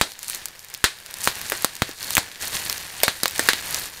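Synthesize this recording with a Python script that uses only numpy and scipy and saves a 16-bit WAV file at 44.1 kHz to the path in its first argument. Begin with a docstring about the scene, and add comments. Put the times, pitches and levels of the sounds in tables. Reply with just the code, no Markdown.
"""Bubble wrap bursts as gloved fingers pinch and twist it, close to a microphone in a small room.
Each pop is a sudden release of pressure: a pulse, a ringing skin, tearing film and a thump.
Creases snap by buckling, and the film crinkles, rubs and ticks all the while.
The table and the walls reflect the sound briefly; the loudest pops overload the recorder."""
import sys
import numpy as np
from scipy import signal
from scipy.fft import rfft, irfft
from scipy.io import wavfile

SR = 44100
rng = np.random.default_rng(int(sys.argv[2]) if len(sys.argv) > 2 else 0)


def unload_audio(sound):
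    """Save the sound as a 16-bit wav file, at the path given as the first command line argument."""
    columns = np.transpose(np.atleast_2d(sound))
    # keep every value between -1 and 1, then stretch to whole-number steps
    steps = np.round(np.clip(columns, -1, 1) * 32767)
    wavfile.write(sys.argv[1], SR, steps.astype(np.int16))


N = 176400


def undb(db):
    """Amplitude ratio of a level in decibels."""
    return 10 ** (np.asarray(db) / 20)

def unit(x):
    """Normalisation to rms 1."""
    return x / np.sqrt(np.mean(x ** 2))

def highpass(x, hz):
    """First-order high-pass: 6 dB per octave below the corner."""
    return signal.sosfilt(signal.butter(1, hz, "high", fs=SR, output="sos"), x)

def colour(x, points, size=4096):
    """Minimum-phase filter through (f/Hz, gain/dB) points, scaled to keep the power of white noise."""
    hz, db = np.array(points, float).T
    gain = undb(np.interp(np.log(np.fft.rfftfreq(size, 1 / SR) + 1), np.log(hz), db))
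    cepstrum = irfft(np.log(unit(gain)))
    cepstrum[1:size // 2] *= 2
    cepstrum[size // 2 + 1:] = 0
    return signal.fftconvolve(x, irfft(np.exp(rfft(cepstrum))))[:len(x)]

def add(track, at, sound):
    """Superposition: a sound joins the track at a time in seconds."""
    i = max(0, int(at * SR))
    track[i:i + len(sound)] += sound[:max(0, N - i)]

def ring(t, hz, cycles):
    """Damped oscillation of a released skin, with no net flow; it falls to 1/e in `cycles` periods."""
    damping = 1 / (2 * np.pi * cycles)
    angle = 2 * np.pi * hz * t
    return np.exp(-damping * angle) * (np.cos(angle) - damping * np.sin(angle))

def clicks(per_s, spread_db):
    """Shot noise: impulses at random times, many weak and a few strong, rms 1."""
    chance, size, sign = rng.random(N), rng.standard_normal(N), rng.choice([-1, 1], N)
    return unit((chance < per_s / SR) * sign * undb(spread_db * np.minimum(size, 2.6)))

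def showers(per_s=180, spread_db=2):
    """Random amplitude modulation, in dB: the surges heard as one buckling fold sets off others."""
    steps = np.arange(N) / SR * per_s
    return spread_db * np.interp(steps, np.arange(N), rng.standard_normal(N))

# Working of the sheet: t/s, relative crinkle level/dB, relative rubbing level/dB
HANDLING_LEVELS = [(0, -45, -40.5), (.13, -44, -49.5), (.17, -56, -47.5), (.21, -44, -47.5),
                   (.25, -39, -44), (.30, -36, -43), (.355, -35, -38.5), (.39, -44.5, -42),
                   (.47, -53, -45.5), (.55, -60, -47), (.60, -46.5, -50.5), (.71, -56, -47.5),
                   (.745, -53, -43), (.80, -53, -49.5), (.97, -53, -46.5), (1.04, -52.5, -47.5),
                   (1.16, -47.5, -41.5), (1.21, -34.5, -38.5), (1.26, -30, -39), (1.29, -33.5, -30.5),
                   (1.34, -40.5, -38.5), (1.42, -42, -35), (1.48, -37, -38), (1.57, -36, -37.5),
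                   (1.62, -35, -37), (1.72, -47, -43), (1.80, -45, -44), (1.90, -50.5, -37),
                   (1.97, -46.5, -50), (2.00, -38, -39.5), (2.04, -35, -37), (2.14, -34.5, -36),
                   (2.27, -54, -41), (2.32, -47.5, -45), (2.387, -50.5, -44), (2.428, -30, -31),
                   (2.50, -39, -37.5), (2.549, -25.5, -30), (2.61, -34.5, -35), (2.70, -34, -33),
                   (2.80, -40.5, -38.5), (2.92, -41.5, -40), (3.01, -41, -37), (3.19, -40.5, -41.5),
                   (3.32, -45, -38), (3.38, -36.5, -34.5), (3.452, -32, -30.5), (3.53, -37, -35.5),
                   (3.61, -39.5, -35.5), (3.66, -36.5, -35.5), (3.75, -32.5, -30.5), (3.82, -31.5, -33.5),
                   (3.90, -43, -39.5), (4.0, -44.5, -42.5)]
# Spectral shape of the buckling folds: f/Hz, gain/dB
CRINKLE_SPECTRUM = [(100, -34), (800, -11), (2000, -20.5), (4200, 6.5), (5500, 1), (7500, 3.5),
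                    (10500, 2.5), (15000, -1.5), (16500, -10)]
# Spectral shape of the friction: f/Hz, gain/dB
RUB_SPECTRUM = [(30, -3), (80, 2.5), (140, 0), (250, -5), (480, -2.5), (700, -3), (900, -0.5), (1300, -2.5),
                (1720, 4), (2100, 1.5), (2800, -1), (4100, -2), (6000, -5), (16000, -13.5)]

def rustle(folds_per_s=2000, fold_sizes=5, decay_s=0.00017):
    """Buckling and friction: small folds ring while cotton and film slip over the air-filled cells."""
    t = np.arange(N) / SR
    at, crinkle_db, rub_db = np.array(HANDLING_LEVELS, float).T
    folds = np.zeros(N)
    for hz in np.linspace(3800, 14000, fold_sizes):
        buckles = clicks(folds_per_s / fold_sizes, spread_db=6)
        folds += unit(signal.fftconvolve(buckles, ring(t[:256], hz, hz * decay_s))[:N])
    crinkle_gain = undb(np.interp(t, at, crinkle_db) - 0.5 + showers())
    crinkle = unit(colour(folds, CRINKLE_SPECTRUM)) * crinkle_gain
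    slips = clicks(per_s=3400, spread_db=5)
    rub = unit(colour(slips, RUB_SPECTRUM)) * undb(np.interp(t, at, rub_db) + 1)
    return crinkle + rub

# Spectral shape of the ticks: f/Hz, gain/dB
TICK_SPECTRUM = [(500, -27), (1800, 12.5), (4000, 10), (7000, 0), (11000, -8.5), (16000, -17.5)]

def ticks(follow=0.46):
    """Acoustic emission: stretched film ticks even at rest, and partly follows the crinkle level."""
    at, crinkle_db, _ = np.array(HANDLING_LEVELS, float).T
    level_db = -31 + follow * np.interp(np.arange(N) / SR, at, crinkle_db)
    return colour(clicks(per_s=91, spread_db=10), TICK_SPECTRUM) * undb(level_db)

# Spectral shape of the background: f/Hz, gain/dB
BACKGROUND_SPECTRUM = [(20, 16), (55, 9), (120, -3.5), (300, -30.5), (700, -0.5), (1800, -29), (5000, -55),
                       (16000, -53)]

def background(level_db=-64):
    """Stationary noise: a faint, steady rumble in the room."""
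    return undb(level_db) * unit(colour(rng.standard_normal(N), BACKGROUND_SPECTRUM))

# Bursting bubbles: t/s, level/dB, ring f/Hz, ring decay/cycles, opening time/ms, tear/dB, thump/dB,
# thump f/Hz, thump decay/cycles, room/dB (tear, thump and room are relative to the level)
BUBBLE_BURSTS = [(.0130, 12.5, 820, 0.2, 0.007, -11, -32.5, 40.2, 0.19, -6),
                 (0.8414, 13.5, 1490, 0.43, 0.008, -8, -34.5, 50, 0.37, -4.5),
                 (1.2745, 9.5, 1150, 0.34, 0.012, -14, -25, 100, 0.17, -8.5),
                 (1.5206, -0.5, 1640, 0.6, 0.068, -10, -11, 443, 0.5, 0.5),
                 (1.6460, 10, 1270, 0.29, 0.016, -3.5, -13.5, 260, 0.19, -15),
                 (1.8208, 7, 1160, 0.24, 0.01, -11, -17, 104, 0.39, -9),
                 (1.8921, -24.5, 1600, 0.35, .07, 2, 0.5, 332, 0.86, -15),
                 (2.1689, 8, 2230, 0.81, 0.056, -10.5, -15.5, 394, 0.26, -5),
                 (2.1799, 2.5, 930, 0.5, 0.026, 0.5, -16.5, 69, 0.22, -5.5),
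                 (3.0338, 7, 1970, 0.29, .02, 1, -9.5, 554, 0.89, -6),
                 (3.0810, 9.5, 1350, 0.28, 0.01, -14.5, -28, 90, 0.26, -6.5),
                 (3.2336, 1.5, 1410, .2, 0.042, -1, -13.5, 138, 0.13, -7),
                 (3.2575, 10, 835, 0.11, 0.023, -19, -28, 483, 1, -12),
                 (3.3943, -0.5, 1730, 1.13, 0.028, -3, -7, 387, 0.44, -4),
                 (3.4878, 12.5, 1680, 0.84, 0.015, -7.5, -23, 250, 0.3, -5),
                 (3.5336, 6, 2850, 0.35, 0.032, -20, -23.5, 293, .4, -7)]

def pops(tear_decay_s=0.00062, tear_corner_hz=2040, size=4096):
    """Sudden pressure release: each bubble opens, rings, tears and collapses with a thump."""
    t, out = (np.arange(size) + .5) / SR, np.zeros(N)
    for (at, db, hz, cycles, open_ms, tear_db,
         thump_db, thump_hz, thump_cycles, room_db) in BUBBLE_BURSTS:
        opening = np.exp(-t * 1000 / open_ms)  # a slower opening dulls the pulse
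        pulse = ring(t, hz, cycles) - undb(thump_db) * ring(t, thump_hz, thump_cycles)
        pulse = signal.fftconvolve(pulse, opening / opening.sum())[:size]
        tear_envelope = undb(tear_db) * np.exp(-t / tear_decay_s)
        tear = highpass(rng.standard_normal(size) * tear_envelope, tear_corner_hz)
        # the tear reaches the walls as one click of the same energy
        crack = highpass(signal.unit_impulse(size) * np.linalg.norm(tear_envelope), tear_corner_hz)
        add(out, at, undb(db) * near_echoes(pulse + tear))
        add(out, at, undb(db + room_db) * room(pulse + crack))
    return out

# Reflections from near surfaces: delay/s, level/dB
REFLECTIONS = [(.0006, -20), (.0015, -32.5), (.0043, -18), (.0100, -28)]

def near_echoes(x, scatter=0.18):
    """Early reflection from hands, table and box, by paths that differ a little for each event."""
    out = x.copy()
    for (delay, db), shift in zip(REFLECTIONS, rng.uniform(-0.81, 1, len(REFLECTIONS))):
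        lag = int(delay * (1 + scatter * shift) * SR)
        out[lag:] += undb(db) * x[:-lag]
    return out

# Spectral shape of the reverberation: f/Hz, gain/dB
ROOM_SPECTRUM = [(40, -27), (150, -10.5), (330, -2), (570, -5.5), (800, -6.5), (1300, -7.5), (1720, -3),
                 (2200, -3), (2800, -4.5), (4000, 6), (5500, -2), (9000, -2.5), (15000, -17.5)]

def room(x, build_s=0.00017, early_t60_s=0.076, late_t60_s=0.27):
    """Reverberation: a diffuse field builds up, then decays at two rates; each call has a new tail."""
    t = np.arange(SR // 2) / SR
    early = undb(-60 * t / early_t60_s)
    late = undb(-10 - 60 * t / late_t60_s)
    envelope = (1 - np.exp(-t / build_s)) * (early + late)
    tail = colour(rng.standard_normal(len(t)) * envelope / np.linalg.norm(envelope), ROOM_SPECTRUM)
    return undb(-2.5) * signal.fftconvolve(x, tail)

# Snapping creases: t/s, level/dB, f/Hz
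CREASE_SNAPS = [(.1194, -16.5, 4450), (.1914, -11.5, 7100), (0.2306, -9.5, 6800), (0.2824, -12, 7000),
                (0.2882, -10, 9400), (0.2988, -2.5, 9700), (0.3076, -10, 8000), (.3222, -15, 8000),
                (0.3477, -7.5, 7140), (.4570, -2.5, 8100), (0.4844, -14.5, 4930), (0.5932, -18.5, 5900),
                (0.6469, -16, 11000), (0.6855, -19, 6950), (.7012, -19, 9000), (.7758, -18, 12000),
                (1.0022, -19, 10000), (1.1704, -17, 11000), (1.186, -17, 9000), (1.2172, -12, 10000),
                (1.2593, -3, 9000), (0.7406, -8.5, 6000), (.7479, -10, 4170), (0.9875, -21.5, 4000),
                (1.062, -11, 10600), (1.11, -13.5, 9000), (1.141, -9.5, 7450), (1.2067, -14, 7000),
                (1.236, -14, 8000), (1.2438, -4, 5860), (1.2526, -5, 8000), (1.355, -13, 9000),
                (1.4148, -10, 10000), (1.4996, -2, 9200), (1.6226, -5.5, 11100), (1.7535, -12.5, 6760),
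                (1.7663, -15, 6860), (1.9132, -17, 4260), (2.0294, -10, 4670), (2.0539, -25, 6060),
                (2.1065, 1, 10000), (2.1332, -9, 6000), (2.1524, 8.5, 6750), (2.3484, -24, 3400),
                (2.453, -12, 10000), (2.4791, -7, 10000), (2.4814, -7, 9800), (2.5685, -14, 8000),
                (2.698, 3, 5160), (2.7275, -4, 4250), (2.7796, -7, 7400), (3.0027, -11, 3000),
                (3.2803, 1, 10600), (3.2973, -14, 6000), (3.31, -10, 10000), (3.3587, -8.5, 7240),
                (3.3803, -7, 6000), (3.4762, -8, 7500), (3.7453, 0, 5800), (3.8571, -8, 7000)]

def snaps(flutter_decay_s=0.0008, size=1024):
    """Snap-through buckling: a crease flips over with a short high ring and a flutter of film."""
    t, out = (np.arange(size) + .5) / SR, np.zeros(N)
    for at, db, hz in CREASE_SNAPS:
        flutter = highpass(rng.standard_normal(size) * np.exp(-t / flutter_decay_s), hz=1170)
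        snap = ring(t, hz, cycles=0.86) + undb(-11) * flutter
        add(out, at, undb(db) * near_echoes(snap))
    return out

# Tone colour of the faint stereo width: f/Hz, gain/dB
WIDTH_SPECTRUM = [(50, 9), (130, 2.5), (500, 7), (2000, -9.5), (5000, 2.5), (14000, 8)]

def stereo(mid, side_db=-23.5, smear_s=0.0014, size=1024):
    """Decorrelation: a weak, phase-scattered copy, opposite in the two channels, gives a faint width."""
    spectrum = rfft(rng.standard_normal(size) * np.exp(-np.arange(size) / SR / smear_s))
    allpass = np.roll(irfft(spectrum / np.abs(spectrum)), size // 16)
    side = undb(side_db) * colour(signal.fftconvolve(mid, allpass)[:N], WIDTH_SPECTRUM)
    return np.array([mid + side, mid - side])

def scene():
    """Superposition of direct sound, reverberation and background, centred between the channels."""
    bursts, creases, film = pops(), snaps() + ticks(), rustle()
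    reverberation = room(undb(-13.5) * creases + undb(-17) * film)[:N]
    return stereo(bursts + creases + film + reverberation + background())

def record(dry, top_hz=15500):
    """Saturation and band limiting: the recorder clips the loudest pops, then cuts the top."""
    lowpass = signal.ellip(8, .2, 70, top_hz, fs=SR, output="sos")
    return signal.sosfilt(lowpass, np.clip(dry, -1, 1))


dry = scene()
out = record(dry)
unload_audio(out)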